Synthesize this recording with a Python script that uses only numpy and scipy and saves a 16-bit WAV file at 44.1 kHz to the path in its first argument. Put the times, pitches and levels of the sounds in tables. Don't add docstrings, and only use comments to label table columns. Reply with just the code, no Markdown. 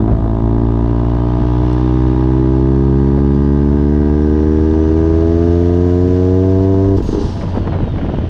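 import sys
import numpy as np
from scipy import signal
from scipy.io import wavfile
from scipy.ndimage import uniform_filter1d, minimum_filter1d

SR = 44100
rng = np.random.default_rng(int(sys.argv[2]) if len(sys.argv) > 2 else 0)


def how_loud(loudness_db):
    steps = np.asarray(loudness_db, float) / 20
    return 10 ** steps


def digitize_waveform(pressure):
    field = np.atleast_2d(pressure).T
    bounded = np.clip(field, -1, 1)
    quanta = np.round(bounded * 32767).astype(np.int16)
    wavfile.write(sys.argv[1], SR, quanta)


N = 365588

# t/s, firing rate/Hz
SPEED = [(0, 54.5), (.36, 55.9), (.95, 58), (2.18, 63.6), (2.64, 65.9), (3.43, 70.2), (3.97, 73.4),
         (4.78, 79), (5.38, 83.8), (6.06, 90.3), (6.64, 95.3), (6.9, 97)]
CUT_S, COAST_LOSS_PER_S2 = 6.97, 10.5
SHUNT_HZ, SHUNT_PER_S, SHUNT_DECAY_S, SHUNT_TOP_S = 7.5, .6, .5, .13
# t/s, level/dB
EFFORT = [(0, -14), (.12, -18.5), (.18, -23.5), (.5, -16), (1.04, -19), (1.1, -19.5), (1.5, -19),
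          (1.85, -16.5), (2.6, -14), (6.97, -12.5)]
FULL_DB = -14

# f/Hz, level/dB
FIRST_ORDER = [(54, -17), (62, -16.5), (75, -15), (97, -12.5)]
SECOND_ORDER = [(108, -18), (135, -15.5), (148, -20), (157, -28), (172, -20.5), (184, -19), (195, -19.5)]
THIRD_ORDER = [(160, -37), (180, -36.5), (190, -49.5), (200, -52)]
# f/Hz, lag/turns
SECOND_TRAIL = [(150, .225), (165, .14), (185, .18)]
CABIN_DELAY_S, FIRST_LEAD, THIRD_LEAD = .0068, .416, 0.18
CABIN_MODE_HZ, CABIN_MODE_LEAD = 60.7, .085
BOOM_FOLLOWS = 0.073
COAST_FIRST_DB, COAST_SECOND_DB, REOPEN_S = -22.5, -53, 0.27

# f/Hz, width/Hz, level/dB
BARK = [(225.3, 40, 0), (292, 18, -10), (326, 58, 13), (398.5, 68, 17.5), (456, 17, 8.5)]
# f/Hz, width/Hz, level/dB
SILENCER_DIPS = [(244, 5.8, -5), (193.5, 13, -6.5)]
# f/Hz, width/Hz, level/dB
COLD_DIP = [(441, 110, 0.0084)]
COLD_SHARE, WARM_HZ = 0.42, 74.8
COLD_HZ, HOT_HZ = 64, 85.4
# f/Hz, width/Hz, level/dB, slope/dB per firing rate Hz, extra slope once hot
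RASP = [(560, 110, -9, -0.32, 0), (604, 88, -1.5, 0.35, -0.11), (663, 33, 6.5, 0.17, 0.063),
        (702, 37, -5.5, -0.46, 0.029)]
RING = [(844.4, 78, 4.5, 0.12, .35), (954.7, 77, 1.5, 0.1, 0.4), (1048, 31, -8.5, .1, -0.3),
        (1187, 110, -2.5, 0.17, -0.2), (1592, 150, -9, -0.018, .1), (1902, 26, -12.5, -0.1, .05)]
# firing rate/Hz, level/dB
RASP_TUNING = [(55, -24.5), (60, -25), (66, -30), (73, -33), (77, -31.5), (82, -29.5), (88, -28), (97, -31)]
# f/Hz, width/Hz, level of the cancelling path/dB
CANCELLED = [(755, 58, -3), (872, 13, -8.5), (1103, 41, -7.5), (1339, 170, 3)]
BARK_HZ, RASP_HZ, MICROPHONE_HZ = (202, 474.4), (475, 1730), 6210
UPPER_HZ = (800, 1280, 2300)
RING_DB, RING_DB_PER_HZ = -27.5, -0.33
TOP_DB, TOP_DB_PER_HZ, TOP_BEST_HZ = -40.5, -0.2921, 75
RING_FOLLOWS_FLOW = 0.32
WANDER_DB = 0.64
SCATTER_S, SCATTER_SHARE = (.0011, .0019), .5
EDGE_LEAD_S = .0028

# t/s, f/Hz
TURBO = [(0, 2100), (.55, 2400), (1, 2880), (2, 3715), (2.5, 4040), (3, 4465), (4, 5235), (5, 6130),
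         (5.5, 6545), (6, 6865), (6.25, 6995), (6.6, 7060), (6.98, 7090)]
RUNDOWN_HZ, RUNDOWN_PER_S = 7050, .7
# f/Hz, level/dB
WHISTLE = [(2100, -80), (2900, -60), (3700, -60), (4100, -66), (4450, -62), (4900, -65), (5700, -64),
           (6500, -66), (6950, -63), (7100, -70)]
SHUT_WHISTLE = [(2900, -66), (3300, -60), (3700, -53), (4100, -59), (4900, -58), (5500, -53), (6000, -51),
                (7000, -53)]

# t/s, level/dB
FLOW = [(0, -61), (1.7, -48), (2.7, -53.5), (4, -54), (5.5, -49.5), (6.9, -51.5), (7, -56), (7.6, -53.5),
        (8.29, -52)]
# f/Hz, level/dB
HISS = [(900, -22), (1400, -8), (1650, 7), (2300, -14.5), (2900, -8), (3600, -9), (4300, -22.5), (5800, -4),
        (6600, -19), (7800, -24), (9000, -17), (11000, -23.5)]
# f/Hz, width/Hz, level/dB
DUCT = [(2880, 330, 0), (3570, 360, 1.5), (4270, 200, -6)]
SHUT_DUCT = [(3080, 490, 7)]
# f/Hz, width/Hz, level/dB
SEALS = [(3590, 300, -.5), (7400, 550, -16.5), (8500, 600, -22.5)]
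SEAL_DB, SEAL_DB_PER_HZ = -59, -0.1858
RUSH_DB, RUSH_RISE_S, RUSH_FADE_DB_PER_S = -37.5, 0.23, 5.5
SLIPSTREAM_DB = -67

# t/s, peak level/dB
GUSTS = [(0.093, -16.5), (0.324, -26), (0.715, -32), (1.008, -24), (1.107, -24.5), (1.236, -26),
         (1.37, -25), (1.587, -22.5), (2.048, -26), (2.138, -25), (2.433, -35), (4.593, -32), (4.914, -32),
         (5.065, -30), (5.219, -22), (6.064, -20.5), (6.191, -26), (6.575, -24), (6.722, -22), (6.817, -25),
         (6.992, -27), (7.12, -17.5), (7.209, -25), (7.35, -24), (7.42, -22.5), (7.514, -19.5),
         (7.669, -18), (7.802, -16.5), (8.008, -17.5), (8.189, -19)]
# t/s, level/dB
LULL = [(0, -28), (1.6, -38), (2.6, -33.5), (4, -34.5), (5, -29), (6.9, -37), (7.05, -29), (8.29, -26.5)]
# f/Hz, level/dB per Hz
WIND = [(12, -24), (22, -3), (50, -2), (100, -2), (250, -8), (400, -17), (700, -27), (1500, -44),
        (2500, -58)]
GUST_RISE_S, GUST_FALL_S, GUST_DB = 0.017, 0.06, -6
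# t/s, peak level/dB, brightness/dB, t60/s
SLAPS = [(0.077, -6, -33, 0.063), (0.255, -13, -30, 0.063), (0.775, -24, -27, 0.04), (3.17, -14, -31, 0.11),
         (1.049, -23, -16, 0.024), (7.41, -21, -6.5, 0.073), (7.438, -4, -26, 0.017),
         (7.482, -13, -26, 0.035), (7.546, -9, -27, 0.059), (7.562, -14, -12, 0.029),
         (7.573, -9, -38, 0.049), (7.653, -9, -32, 0.04), (7.672, -2, -21, 0.038), (7.727, -15, -14, 0.2),
         (7.785, -16, -14, 0.043), (7.75, -28, -38, 0.12), (7.869, -16, -30, 0.11),
         (7.979, -12, -14, 0.064), (8.012, -11.5, -10, 0.03), (8.06, -24, -4, 0.048),
         (8.034, -17, -32, 0.025), (8.085, -7, -23, 0.054), (8.141, 1.5, -40, 0.024),
         (8.235, -29, -13, 0.073)]

TICK = (1.73, -31)
# f/Hz, width/Hz, level/dB
GRIT_MODES = [(4570, 370, -3), (5530, 280, 6), (8000, 160, 7), (9200, 500, -2)]

HIGH_STARTS_HZ, HIGH_ENDS_S, HIGH_BAND_HZ = 4400, 7.57, (12000, 14300)
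HIGH_DB, HIGH_BURST_DB, HIGH_BURST_S = -56, -36, .05
LURCH_DB, LURCH_S = -22, 0.27

# f/Hz, level/dB
VENT_HISS = [(2000, -31), (2800, 7), (4500, 5.5), (5800, -5.5), (7200, 4), (9000, -4.5), (11000, -26),
             (13000, -28), (14500, -6)]
VENT_S = 7.026
VENT_HOLD_S, VENT_DB, VENT_FADE_DB_PER_S, CRACK_DB = 0.35, -44, 49, -44.5

# t/s, peak level/dB
MISFIRES = [(6.98, -4.5), (7.001, -7), (7.052, -22), (7.086, -6.5), (7.126, -5.5), (7.145, -4.5),
            (7.167, -9), (7.177, -6), (7.187, -11), (7.209, -7.5), (7.219, -12), (7.242, -13.5),
            (7.252, -26), (7.264, -16), (7.287, -16.5), (7.327, -37)]
# t/s, peak level/dB, half-width/ms, push (+) or pull (-)
POPS = [(7.304, -5, 0.99, 0.73), (7.451, -2, 0.68, 0.29), (7.562, -11, 1.2, -1), (7.574, -1.5, 0.84, 0.96),
        (7.578, -5, 0.83, 0.92), (7.583, -11, 0.43, 1), (7.665, -9, 0.74, 0.83), (7.691, -5, 0.71, 0.34),
        (7.696, -9, 0.61, -1.1), (7.724, -5, 1.1, 0.84), (7.751, -10, 0.7, -1), (7.788, -10, 0.36, 0.84),
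        (7.805, -7.5, 0.72, -1), (7.878, -5, 0.53, 0.82), (8.034, -4.5, 0.89, 0.79), (8.048, -9, 0.4, 0.92),
        (8.1, -5, 0.85, 0.79), (8.139, -1.5, 0.52, 0.82), (8.145, -12, 0.42, 0.55), (8.186, -12, 1.1, 0.23),
        (8.186, -2.5, 0.97, -1), (8.244, -23, 0.81, -0.87), (8.252, -12, 0.97, 0.97)]
CRACKLE_DB = -16
# t/s, peak level/dB
BURBLES = [(7.364, -23), (7.429, -18.5), (7.466, -30), (7.485, -23), (7.517, -29), (7.538, -24),
           (7.556, -20), (7.576, -18), (7.615, -33), (7.64, -27), (7.673, -21), (7.718, -17), (7.745, -19),
           (7.8, -20), (7.825, -24), (7.844, -30), (7.874, -28), (7.956, -20), (8.029, -23), (8.095, -22.5),
           (8.142, -27), (8.167, -25)]
# f/Hz, width/Hz, level/dB
BURBLE_MODES = [(620, 100, 2), (886, 200, 5), (1200, 360, -9)]
BURBLE_DB = -8

CEILING, LIMIT_S = .88, .006


def rms_one(x):
    return x / np.sqrt(np.mean(x ** 2) + 1e-20)


def evened(x, span_s=.5):
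    return x / np.sqrt(uniform_filter1d(x ** 2, int(span_s * SR)) + 1e-12)


def in_time(rows):
    s, *columns = np.transpose(rows)
    return [np.interp(np.arange(N) / SR, s, c) for c in columns]


def at_hz(points, hz):
    return np.interp(hz, *np.transpose(points))


def lowpass_3(x, corner_hz, kind="low"):
    return signal.sosfilt(signal.butter(3, corner_hz, kind, fs=SR, output="sos"), x)


def band(x, low_hz, high_hz):
    return signal.sosfilt(signal.butter(2, [low_hz, high_hz], "band", fs=SR, output="sos"), x)


def drift(rate):
    r = np.exp(-40 * np.pi * rate / SR)
    white = rng.standard_normal(N // 20 + 2002)
    slow = signal.lfilter([1], [1, -2 * r, r * r], white)[2000:]
    return np.interp(np.arange(N) / 20, np.arange(len(slow)), rms_one(slow))


def clicks(times, sizes):
    out = np.zeros(N + 2)
    at = np.clip(np.asarray(times) * SR, 0, N)
    np.add.at(out, at.astype(int), sizes * (1 - at % 1))
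    np.add.at(out, at.astype(int) + 1, sizes * (at % 1))
    return out[:N]


def clock():
    t = np.arange(N) / SR
    return t, np.maximum(t - CUT_S, 0)


def shaft():
    t, since = clock()
    shunt = SHUNT_PER_S * np.exp(-t / SHUNT_DECAY_S) * np.cos(2 * np.pi * SHUNT_HZ * (t - SHUNT_TOP_S))
    return in_time(SPEED)[0] + shunt - COAST_LOSS_PER_S2 * since


def spool_hz():
    since = clock()[1]
    return np.where(since > 0, RUNDOWN_HZ * np.exp(-RUNDOWN_PER_S * since), in_time(TURBO)[0])


def resonate(x, modes, wander_db=0.):
    out = 0
    faster = shaft() - 70 if wander_db else 0
    for hz, width, level_db, *slope_db in modes:
        r = np.exp(-np.pi * width / SR)
        if wander_db:
            hotter = np.maximum(faster + 70 - HOT_HZ, 0)
            level_db = level_db + slope_db[0] * faster + slope_db[1] * hotter + wander_db * drift(1.7)
        poles = [1, -2 * r * np.cos(2 * np.pi * hz / SR), r * r]
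        out = out + how_loud(level_db) * signal.lfilter([1 - r, 0, r - 1], poles, x + 1e-18)
    return out


def coloured(spectrum, patchy_db, flicker):
    hz, level_db = np.transpose(spectrum)
    out, together, white = 0, drift(flicker), rng.standard_normal((2, N))
    count = int(2.5 * np.log2(hz[-1] / hz[1])) + 2
    edges = np.geomspace(max(hz[1] * .7, 14), min(hz[-1], 15500), count)
    for k, (low, high) in enumerate(zip(edges, edges[1:])):
        at_db = np.interp(np.log(low * high) / 2, np.log(hz), level_db)
        swell_db = patchy_db * (together + .5 * drift(flicker))
        out = out + how_loud(at_db + swell_db) * band(white[k % 2], low, high)
    return rms_one(out)


def scattered(x):
    for lag_s in SCATTER_S:
        taps = np.zeros(int(lag_s * SR) + 1)
        taps[[0, -1]] = 1, -SCATTER_SHARE
        x = signal.lfilter(taps[::-1], taps, x + 1e-18)
    return x


def bark_of(pulses):
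    stored = signal.lfilter([1], [1, -.995], pulses)
    heat = np.clip((shaft() - COLD_HZ) / (HOT_HZ - COLD_HZ), -.1, 1.2)
    rung = resonate(stored, BARK[:-1]) + heat * resonate(stored, BARK[-1:])
    rung = rung - np.clip((WARM_HZ - shaft()) / 10, 0, COLD_SHARE) * resonate(rung, COLD_DIP)
    for dip in SILENCER_DIPS:
        rung = rung - resonate(rung, [dip])
    return signal.sosfilt(signal.ellip(3, 1, 45, BARK_HZ, "band", fs=SR, output="sos"), rung)


def rasp_of(pulses, *levels_db):
    soft = lowpass_3(pulses, 1900)
    rung = 0
    for level_db, modes, top_hz in zip(levels_db, (RASP, RING[:4], RING[4:]), UPPER_HZ):
        part = band(resonate(soft, modes, WANDER_DB), *RASP_HZ)
        rung = rung + how_loud(level_db) * rms_one(band(part, 550, top_hz))
    for dip in CANCELLED:
        rung = rung - resonate(rung, [dip])
    return rung


def pipe_levels():
    effort_db, per_s = in_time(EFFORT)[0] - FULL_DB, shaft()
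    flow_db = RING_FOLLOWS_FLOW * (in_time(FLOW)[0] + 53)
    rasp_db = 0.17 * effort_db + at_hz(RASP_TUNING, per_s)
    ring_db = RING_DB + 0.12 * effort_db + flow_db + RING_DB_PER_HZ * (per_s - 70)
    return rasp_db, ring_db, TOP_DB + TOP_DB_PER_HZ * np.abs(per_s - TOP_BEST_HZ)


def cabin_boom(turns):
    per_s, since = shaft(), clock()[1]
    fade = np.clip(1 - since / 0.048, 0, 1)
    reopen = np.clip(since / REOPEN_S - .3, 0, 1)
    load = how_loud(BOOM_FOLLOWS * (in_time(EFFORT)[0] - FULL_DB)) * fade
    first = load * how_loud(at_hz(FIRST_ORDER, per_s)) + reopen * how_loud(COAST_FIRST_DB)
    second = load * how_loud(at_hz(SECOND_ORDER, 2 * per_s)) + reopen * how_loud(COAST_SECOND_DB - 10.0 * since)
    third = load * how_loud(at_hz(THIRD_ORDER, 3 * per_s))
    early = CABIN_MODE_LEAD / (1 + np.exp((per_s - CABIN_MODE_HZ) / 1.6))
    late = turns - CABIN_DELAY_S * per_s + FIRST_LEAD + early
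    boom = first * np.cos(2 * np.pi * late)
    boom = boom + second * np.cos(4 * np.pi * (late - at_hz(SECOND_TRAIL, 2 * per_s)))
    return np.sqrt(2) * (boom + third * np.cos(6 * np.pi * (late - THIRD_LEAD)))


def engine(sharpness=14.4, uneven_db=0.58, jitter_s=.00004):
    t = clock()[0]
    lit = np.clip((CUT_S - t) / .004, 0, 1)
    turns = .9 + np.cumsum(shaft() + .3 * drift(5)) / SR
    luck = rng.standard_normal((700, 3))
    shape = np.exp(sharpness * (np.cos(2 * np.pi * turns) - 1))
    puffs = how_loud(uneven_db * luck[np.round(turns).astype(int), 0]) * shape
    count = np.arange(1, int(turns[-1]))
    edge_s = np.interp(count, turns, t) - EDGE_LEAD_S + jitter_s * luck[count, 1]
    edges = clicks(edge_s, how_loud(0.5 * luck[count, 2]))
    bark = how_loud(in_time(EFFORT)[0]) * evened(bark_of(puffs))
    rasp = rasp_of(scattered(edges), *pipe_levels())
    return cabin_boom(turns) + lit * (bark + rasp), turns


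def turbo():
    hz = spool_hz()
    level_db = np.where(clock()[1] > .06, at_hz(SHUT_WHISTLE, hz), at_hz(WHISTLE, hz))
    level_db = level_db + 2.2 * drift(14) + 1.0 * drift(4) - 1.5
    phase = 2 * np.pi * np.cumsum(hz + 18 * drift(60)) / SR
    return np.sqrt(2) * how_loud(level_db) * np.sin(phase)


def gas_roar(beat, roar_db=-9.5):
    since = clock()[1]
    rush_db = RUSH_DB - RUSH_FADE_DB_PER_S * since - 5.1 * np.clip(1 - since / RUSH_RISE_S, 0, 1)
    slow_db = np.clip(2.2 * (64 - shaft()), 0, 3)
    levels_db = [np.where(since > 0, rush_db + shut_db, open_db + roar_db - slow_db)
                 for open_db, shut_db in zip(pipe_levels(), (0, 0, -13))]
    return rasp_of(beat ** 2 * rng.standard_normal(N), *levels_db)


def intake_hiss(beat):
    t, since = clock()
    hiss = how_loud(in_time(FLOW)[0] + 3.6) * beat ** .6 * coloured(HISS, patchy_db=.5, flicker=14)
    shut = np.clip(since / 0.57, 0, 1)
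    hiss = 1.15 * hiss + resonate(hiss, DUCT) + shut * resonate(hiss, SHUT_DUCT)
    throttle = np.interp(t, [7.4, 7.7], [1, .45])
    bright = (spool_hz() / 7000) ** 1.4 * throttle
    return lowpass_3(hiss, 4300) + bright * lowpass_3(hiss, 4300, "high")


def seal_chatter(turns):
    gate = np.exp(.8 * np.cos(2 * np.pi * (turns - .1)))
    level = how_loud(SEAL_DB + SEAL_DB_PER_HZ * (shaft() - 59.5)) * (clock()[1] == 0)
    return level * rms_one(resonate(gate * rng.standard_normal(N), SEALS))


def air(turns, puff=.3):
    depth = np.clip(puff + .025 * (68 - shaft()), puff, .8)
    beat = 1 + depth * np.cos(2 * np.pi * (turns - .03))
    slipstream = how_loud(SLIPSTREAM_DB) * rms_one(band(rng.standard_normal(N), 4800, 10000))
    return gas_roar(beat) + intake_hiss(beat) + seal_chatter(turns) + slipstream


def buffeting():
    t, level = clock()[0], how_loud(in_time(LULL)[0])
    for s, peak_db in GUSTS:
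        age = t - s - GUST_RISE_S
        spread_s = np.where(age < 0, GUST_RISE_S / 2, GUST_FALL_S)
        level = np.maximum(level, how_loud(peak_db + GUST_DB) * np.exp(-.5 * (age / spread_s) ** 2))
    return how_loud(8.5) * level * coloured(WIND, patchy_db=1.6, flicker=20)


def slaps():
    white, out = rng.standard_normal((2, N)), np.zeros(N)
    dull = rms_one(band(band(white[0], 80, 830), 80, 840))
    edge = rms_one(band(band(white[1], 550, 2300), 500, 3200))
    for s, peak_db, bright_db, t60 in SLAPS:
        i = int(s * SR)
        age = np.arange(min(SR // 4, N - i)) / SR
        shape = (1 - np.exp(-age / 0.0084)) * how_loud(-60 * age / max(t60, .01))
        bright = how_loud(bright_db) * (1 + 2.5 * np.exp(-age / 0.0034)) * how_loud(-150 * age)
        part = slice(i, i + len(age))
        out[part] += how_loud(peak_db - 1.5) * shape * (dull[part] + bright * edge[part])
    return out


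def grit():
    ring = resonate(clicks([TICK[0]], 1.), GRIT_MODES)
    return how_loud(TICK[1]) * ring / np.abs(ring).max()


def high_hiss():
    t = clock()[0]
    blow = (t > VENT_S) * np.exp(-np.maximum(t - VENT_S, 0) / HIGH_BURST_S)
    spurts = .6 * np.exp(-np.abs(t - CUT_S) / .015) + blow
    sounding = np.clip((spool_hz() - HIGH_STARTS_HZ) / 100, 0, 1) * (t < HIGH_ENDS_S)
    steady = how_loud(HIGH_DB + 1.5 * drift(15)) * (spool_hz() / 7000) ** 2.5 * sounding
    return (steady + how_loud(HIGH_BURST_DB) * spurts) * rms_one(band(rng.standard_normal(N), *HIGH_BAND_HZ))


def lurch():
    thump = rms_one(band(band(rng.standard_normal(N), 22, 79), 13, 70))
    return how_loud(LURCH_DB) * np.exp(-.5 * ((clock()[0] - 7.03) / LURCH_S) ** 2) * thump


def vent():
    t = clock()[0]
    age = t - VENT_S
    crack = how_loud(CRACK_DB) * np.exp(-np.abs(t - CUT_S - .01) / 0.021)
    blow_db = VENT_DB - 3.0 * age - VENT_FADE_DB_PER_S * np.maximum(age - VENT_HOLD_S, 0)
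    blow = how_loud(blow_db) * np.clip(age / 0.0072 + 1, 0, 1)
    return (crack + blow) * coloured(VENT_HISS, patchy_db=1.8, flicker=16.0)


def misfires(puff_s=0.00038):
    s, peak_db = np.transpose(MISFIRES)
    puff = np.exp(-.5 * (np.arange(-88, 89) / SR / puff_s) ** 2)
    bark = bark_of(np.convolve(clicks(s, how_loud(peak_db)), puff)[44:N + 44])
    edges = scattered(clicks(s + .002, how_loud(peak_db)))
    bark = bark + how_loud(38.5) * band(resonate(edges, RASP + RING), *RASP_HZ)
    bark = bark + how_loud(30) * band(edges, 600, 1400)
    return how_loud(peak_db.max()) * bark / np.abs(bark).max()


def pops():
    out, age_ms = np.zeros(N + SR), np.arange(-200, 201) / SR * 1000
    for s, peak_db, width_ms, way in POPS:
        i = int(s * SR)
        out[i - 200:i + 201] += way * how_loud(peak_db) * np.exp(-(age_ms / width_ms) ** 2)
    tail = signal.lfilter([.012], [1, -.994], np.abs(out[:N]))
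    crackle = how_loud(CRACKLE_DB - 3.0) * tail * rms_one(band(rng.standard_normal(N), 360, 960))
    return signal.sosfilt(signal.butter(1, 90, "high", fs=SR, output="sos"), out[:N]) + crackle


def burbles():
    s, peak_db = np.transpose(BURBLES)
    fires = clicks(s + 0.001035, how_loud(peak_db) * rng.choice([-1, 1], len(s)))
    rung = resonate(scattered(fires), BURBLE_MODES)
    rung = band(band(rung, 350, 1900), 300, 2400)
    return how_loud(peak_db.max() + BURBLE_DB) * rung / np.abs(rung).max()


def scene():
    note, turns = engine()
    pull = note + turbo() + air(turns) + buffeting() + slaps() + grit() + high_hiss()
    overrun = lurch() + vent() + misfires() + pops() + burbles()
    return (pull + overrun)[None]


def top_cut(x):
    return signal.sosfilt(signal.butter(12, 15550, fs=SR, output="sos"), x)


def record(dry):
    x, span = 1.456 * np.tanh(dry / 1.234), int(LIMIT_S * SR)
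    gain = CEILING / np.maximum(np.abs(x), CEILING)
    x = x * uniform_filter1d(minimum_filter1d(gain, 2 * span), span)
    n = np.arange(N)
    fade_out = np.clip((N - n) / (.004 * SR), .2, 1)
    fade_in = np.sin(np.clip(n / (.002 * SR), 0, np.pi / 2)) ** 2
    x = x * fade_out * fade_in
    x = np.pad(x, ((0, 0), (SR // 10, 0)), "edge")
    body = signal.sosfilt(signal.cheby1(6, 1, MICROPHONE_HZ, fs=SR, output="sos"), x)
    top = signal.sosfilt(signal.cheby2(10, 50, 11400, fs=SR, output="sos"), band(x, 5500, 9500))
    highest = signal.sosfilt(signal.ellip(5, 1, 60, HIGH_BAND_HZ, "band", fs=SR, output="sos"), x)
    mix = body + how_loud(-6.5) * top + how_loud(-26.0) * highest
    return top_cut(mix[:, -N:])


dry = scene()
out = record(dry)
digitize_waveform(out)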